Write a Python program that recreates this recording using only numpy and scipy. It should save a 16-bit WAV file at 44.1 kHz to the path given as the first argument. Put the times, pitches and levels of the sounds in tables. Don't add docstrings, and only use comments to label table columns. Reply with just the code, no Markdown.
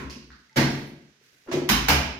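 import sys
import numpy as np
from scipy import signal
from scipy.fft import rfft, irfft, next_fast_len
from scipy.io import wavfile
from scipy.ndimage import uniform_filter1d

SR = 44100
rng = np.random.default_rng(int(sys.argv[2]) if len(sys.argv) > 2 else 0)


def pcm_store(signal):
    levels = np.round(np.clip(np.atleast_2d(signal), -1, 1) * 32767)
    wavfile.write(sys.argv[1], SR, levels.astype(np.int16).T)


def convert_level_to_amplitude(level_db):
    exponent = np.asarray(level_db, float) / 20
    return 10 ** exponent


N = 96579
LEAD = 8192

# t/s, crack level/dB, thud level/dB, ring level/dB, swell/s
BLOWS = [
    (-.08, -50, -42, -35.5, 0.044),
    (0.5595, -31.5, -26.5, -19.5, 0.022),
    (1.5136, -33.5, -36, -41.5, 0.02),
    (1.6891, -20.5, -29.5, -26.5, 0.0094),
    (1.883, -20, -31, -25, 0.016),
]
# delay/s, level/dB
BOUNCES = [
    [(.02, 13.5)],
    [(.0072, 6.5), (.036, -1)],
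    [(.011, -6), (.017, -7)],
    [(.009, -25), (.021, -13)],
    [(.011, -18.5), (.0168, -15.5)],
]
# f/Hz, level/dB
CRACK_SPECTRA = [
    [(240, -46), (400, -12.5), (781, -23.5), (1000, -12.5), (1480, -14), (2510, -19), (2710, -24),
     (14100, -44), (16500, -61)],
    [(240, -17.5), (400, -9), (1370, -12.5), (1930, -12.5), (5380, -19), (8190, -30), (14100, -28.5),
     (15700, -40.5), (16500, -78)],
    [(240, -36), (400, -7), (546, -13), (609, -10), (1370, -20), (2150, -20), (6290, -28), (14300, -53),
     (16500, -55)],
    [(240, -67), (400, -14), (941, 5), (3880, -4.5), (4610, -8), (5300, -3), (7700, -12.5), (15300, -7),
     (16500, -84)],
    [(240, -43.5), (400, -9.5), (734, -9), (1210, -10), (1570, -7), (5300, -13.5), (8060, -22),
     (15000, -21), (16500, -65)],
]
# f/Hz, level/dB, t60/s
PANEL_MODES = [
    [(1107, -30, 0.068)],
    [(699, -36.5, 0.027), (950, -30.5, 0.027), (1206, -36, 0.022), (1652, -28.5, 0.042),
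     (1943, -37.5, 0.042), (5300, -40, 0.061)],
    [(2420, -49, .03)],
    [(924, -35, 0.09), (1245, -38, 0.044), (1975, -49, 0.07), (2610, -52, 0.1), (3103, -30.5, 0.024),
     (3920, -31.5, 0.028), (5050, -37, .035), (6500, -46, 0.036)],
    [(738, -41, 0.1), (1010, -35, 0.026), (1670, -30.5, 0.025), (2397, -35.5, 0.036), (3060, -32, 0.018),
     (4030, -57, .03), (5100, -48, .015)],
]
# f/Hz, level/dB
THUD_SPECTRUM = [(30, -39), (50, -6), (120, -5), (250, 1.5), (400, -6.5), (700, -34.5)]
# f/Hz, level/dB, t60/s
RING_EARLIER = [(59.65, 1.5, 0.98), (61.8, 8, 0.65), (75.7, 8, 0.4), (142, 1.5, 0.86), (1090, -13, 0.62),
                (204.7, -10, 1.4), (268.6, -1, 0.86), (239, -20, 0.9), (308, -12.5, 1.3), (358, -1, 0.81)]
RING_OPEN = [(52, -16, 0.76), (99.4, -10, 0.59), (138.3, 6, 0.59), (148.2, -9, 1), (217, -8.5, 0.88),
             (243.7, -0.5, 0.67), (263, -1, 0.16), (318.6, -2, 0.65), (352.4, -7.5, 0.77),
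             (354.4, -16, 0.67), (433, -26, .8)]
RING_CATCH = [(62.4, -10, .5), (131.4, 1, 0.46), (146.9, 14.5, 0.77), (212, -20, 0.75), (242, 9, 0.63),
              (620, -23, 0.67), (790, -26, 0.34)]
RING_FIRST = [(54, 4.5, 1), (73.8, -6, 0.73), (133, -6, 1.7), (146.2, 5.5, 0.19), (212.5, 4.5, 0.47),
              (245.7, -2.5, 0.57), (348, -21, 0.082), (395, -33, 0.13)]
RING_SECOND = [(51, -31, 1), (64.3, -1.5, 1), (73.74, 15.5, 0.43), (138.6, 7, 0.42), (157, 0, 0.41),
               (207, -27, 0.42), (251, -9, 0.28), (289, 4, 0.43), (553, -20, 0.76), (749, 5, 0.24),
               (956, -2, .12)]
LOW_MODES = [RING_EARLIER, RING_OPEN, RING_CATCH, RING_FIRST, RING_SECOND]
# delay/s, ring level change/dB
STILLED = [
    (0.505, -13),
    (0.574, -17),
    (.5, 2),
    (0.47, 1),
    (.5, -3),
]
# t/s, level/dB, f/Hz, width/Hz, room
# level/dB
TICKS = [(.099, -44, 4900, 1960, 6.5), (.099, -61.5, 10000, 6000, 13), (0.1, -58, 2700, 910, 15.5),
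         (0.304, -48.5, 1550, 560, 4.5), (.318, -58, 4400, 1400, 5), (0.51, -58.5, 880, 20, -12),
         (0.4955, -57, 2030, 230, 0), (.5295, -60, 5000, 1200, -13), (0.866, -69.5, 11300, 6000, 15.5),
         (0.161, -39, 235, 50, -3.5), (1.212, -62, 420, 120.6, -4), (1.33, -67.5, 390, 600, 4.5),
         (0.83, -61.5, 780, 32, -6), (1.463, -57.5, 520, 500, 12.5), (1.4757, -48.5, 1240, 1300, 10.5),
         (1.894, -26, 13500, 2700, -3), (0.566, -31.5, 2010, 500, 11.5), (.569, -41.5, 4300, 505, 15),
         (1.69, -37.5, 4080, 800, 14.5), (1.886, -29, 1050, 500, 7), (.4951, -66, 5600, 2500, -18),
         (.789, -70, 12500, 5000, -12), (1.886, -30.5, 13600, 2000, 6), (1.4892, -58.5, 3600, 4000, 10),
         (1.531, -46.5, 12000, 5000, 1), (1.8995, -22.5, 2550, 650, 1), (1.902, -29.5, 5100, 530, 3),
         (1.884, -26, 1080, 460, 0), (1.9, -18.5, 882, 180, -2), (0.17, -55.5, 450, 140, 1),
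         (0.0293, -29, 69.4, 11.7, -12), (.05, -39, 262, 24, -8), (.28, -45.5, 69, 8, -12)]
# t/s, level/dB
RUSTLE_EFFORT = [
    (0, -70),
    (.55, -75),
    (.7, -47),
    (.8, -51),
    (.95, -71),
    (1.2, -76),
    (1.245, -63.5),
    (1.37, -64),
    (1.451, -66),
    (2.2, -75),
]
# f/Hz, level/dB
CLOTH_SPECTRUM = [(800, -48), (1500, 4), (3000, -1), (6500, -5.5), (8500, -9), (14000, -9.5), (16500, -19)]
# t/s, level/dB
SLIPS = [
    (1.482, -41.5),
    (1.494, -41),
    (1.534, -30),
    (1.566, -31.5),
    (1.577, -43.5),
    (1.615, -34),
    (1.649, -39),
    (1.676, -48),
]
# f/Hz, level/dB, t60/s
SLIP_MODES = [(359.3, 10, 0.089), (266.6, 8.5, 0.064), (990, -16.5, 0.11), (544, -4.5, 0.069)]
# f/Hz, level/dB
AIR_SPECTRUM = [(24, -36), (40, -22), (137, -1), (744, -14.5), (1580, -6.5), (5730, -11), (8500, -22),
                (15300, -32), (16500, -45.5)]
# f/Hz, t60/s
ROOM_DECAY = [(60, 0.39), (200, 0.84), (500, 0.69), (1200, 0.61), (3000, 0.67), (6000, 0.56), (9000, 0.41),
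              (14000, 0.32)]
# f/Hz, likeness/1
LIKENESS = [(60, 0.69), (250, 0.96), (500, 0.67), (1000, 0.022), (3000, -0.1), (12000, 0.0091)]
# f/Hz, left minus right/dB
LEAN = [(60, 3), (150, 3.5), (380, 0), (950, 0.5), (2380, -6.5), (5980, -4.5), (15000, 4.5)]
# f/Hz, level/dB
MIC_RESPONSE = [(2800, -1), (3400, -2), (4100, -1.5), (6700, 1), (7500, -4), (11000, -2.5)]


def evened(x):
    return x / np.sqrt(np.mean(x ** 2) + 1e-20)


def read(points, hz):
    f, value = np.transpose(points)
    return np.interp(np.log(hz + 1), np.log(f + 1), value)


def overlay(base, sound, start=0):
    part = base[..., start:][..., :sound.shape[-1]]
    part += sound[..., :part.shape[-1]]


def at_time(t_s):
    return LEAD + round(t_s * SR)


def microphones(two):
    size = two.shape[1]
    hz = np.fft.rfftfreq(size, 1 / SR)
    same = read(LIKENESS, hz)
    lean = convert_level_to_amplitude(read(LEAN, hz) / 2)
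    a, b = rfft(two) * convert_level_to_amplitude(read(MIC_RESPONSE, hz))
    mid = np.sqrt((1 + same) / 2) * a
    side = np.sqrt((1 - same) / 2) * b
    return irfft(np.array([(mid + side) * lean, (mid - side) / lean]), size)


def impact_pulse(points):
    hz = abs(np.fft.fftfreq(4096, 1 / SR))
    log_gain = np.log(convert_level_to_amplitude(read(points, hz)))
    pulse = np.fft.ifft(np.exp(np.conj(signal.hilbert(log_gain)))).real[:2048]
    return pulse / np.linalg.norm(pulse)


def room(x, swell_s, wet_db, direct_db):
    taps = rng.standard_normal((2, SR))
    hz, t, z = signal.stft(taps, SR, nperseg=256, noverlap=192)
    decay = convert_level_to_amplitude(-60 * t / read(ROOM_DECAY, hz)[:, None])
    tail = signal.istft(z * decay, SR, nperseg=256, noverlap=192)[1][:, :SR]
    tail = tail * (1 - np.exp(-np.arange(SR) / SR / swell_s))
    tail = convert_level_to_amplitude(wet_db) * tail / np.linalg.norm(tail[0])
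    tail[0, 0] = convert_level_to_amplitude(direct_db)
    heard = microphones(np.pad(tail, ((0, 0), (64, 960))))[:, 64:]
    return signal.fftconvolve(x[None], heard, axes=1)


def ring(modes, rise_s, length_s):
    t = np.arange(0, length_s, 1 / SR)
    hz, db, t60_s = np.transpose(modes)[:, :, None]
    swell = (1 - np.exp(-t * hz / 150 / rise_s)) ** 2
    return (convert_level_to_amplitude(db - 60 * t / t60_s) * np.sin(2 * np.pi * hz * t) * swell).sum(0)


def noise(points):
    size = next_fast_len(N + LEAD)
    gain = convert_level_to_amplitude(read(points, np.fft.rfftfreq(size, 1 / SR)))
    z = rfft(rng.standard_normal((2, size))) * gain
    return evened(microphones(irfft(z, size))[:, :N + LEAD])


def wander(samples):
    return evened(uniform_filter1d(rng.standard_normal(N + LEAD), size=samples))


def door_blow(crack_db, thud_db, ring_db, swell_s, bounces, spectrum, panel_modes, low_modes, stilled):
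    contacts = np.zeros(4096)
    for delay_s, db in [(0.00024, 0.0048)] + bounces:
        contacts[round(delay_s * SR)] = convert_level_to_amplitude(db)
    size = np.sqrt(SR / 10)
    pulse = ring(panel_modes, 1e-3, 0.1)
    overlay(pulse, impact_pulse(spectrum))
    out = size * convert_level_to_amplitude(crack_db) * room(np.convolve(contacts, pulse), 0.0013, wet_db=0, direct_db=-23)

    low = size * convert_level_to_amplitude(thud_db) * room(impact_pulse(THUD_SPECTRUM), swell_s, wet_db=0, direct_db=-30)[:, :SR]
    overlay(low, convert_level_to_amplitude(ring_db) * ring(low_modes, swell_s, 1.2) * convert_level_to_amplitude([[.7], [-.7]]))
    delay_s, change_db = stilled
    grip = (1 + np.tanh((np.arange(SR) / SR - delay_s) / 0.014)) / 2
    overlay(out, low * convert_level_to_amplitude(change_db * grip))
    return out


def room_air():
    return convert_level_to_amplitude(-64.5 + 0.88 * wander(4000)) * noise(AIR_SPECTRUM)


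def machine_hum():
    centre_hz, width_hz = 141, 12
    z = rfft(rng.standard_normal(N + LEAD))
    off = (np.fft.rfftfreq(N + LEAD, 1 / SR) - centre_hz) / width_hz
    return convert_level_to_amplitude(-80) * evened(irfft(z * np.exp(-off ** 2), N + LEAD))


def metal_tick(db, hz, width_hz, wet_db):
    t = np.arange(12000) / SR
    decay = np.exp(-np.pi * width_hz * t)
    click = decay * (1 - decay) ** 2 * np.sin(2 * np.pi * hz * t)
    return 20 * convert_level_to_amplitude(db) * room(click / np.linalg.norm(click), 0.0037, wet_db, direct_db=0)


def jacket_rustle():
    t = (np.arange(N + LEAD) - LEAD) / SR
    effort_db = np.interp(t, *np.transpose(RUSTLE_EFFORT))
    return convert_level_to_amplitude(effort_db + 1.5 * wander(300)) * noise(CLOTH_SPECTRUM)


def door_drag():
    plucks = np.zeros(N + LEAD)
    for t_s, db in SLIPS:
        overlay(plucks, 4 * convert_level_to_amplitude(db) * ring(SLIP_MODES, 0.011, 0.3), at_time(t_s))
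    return room(plucks, 0.037, wet_db=-11, direct_db=0)[:, :N + LEAD]


def scene():
    mix = room_air() + machine_hum() + jacket_rustle() + door_drag()
    for (t_s, *levels), *parts in zip(BLOWS, BOUNCES, CRACK_SPECTRA, PANEL_MODES, LOW_MODES, STILLED):
        overlay(mix, door_blow(*levels, *parts), at_time(t_s))
    for t_s, *settings in TICKS:
        overlay(mix, metal_tick(*settings), at_time(t_s))
    return mix[:, LEAD:]


def top_cut(x):
    return signal.sosfilt(signal.butter(12, 16830, fs=SR, output="sos"), x)


def record(dry):
    limit_db, squeeze, recover_db_per_s = -17.5, 0.12, 17.5
    power = abs(uniform_filter1d((dry ** 2).mean(0), size=200))
    power_db = 10 * np.log10(power + 1e-12)
    fall_db = np.arange(N) * recover_db_per_s / SR
    peak_db = np.maximum.accumulate(power_db + fall_db) - fall_db
    over_db = np.maximum(peak_db - limit_db, 0)
    held = dry / convert_level_to_amplitude(squeeze * uniform_filter1d(over_db, size=100))
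    low_pass = signal.firwin(255, 16000, window=("kaiser", 8), fs=SR)
    return top_cut(signal.oaconvolve(held, low_pass[None], "same"))


dry = scene()
out = record(dry)
pcm_store(out)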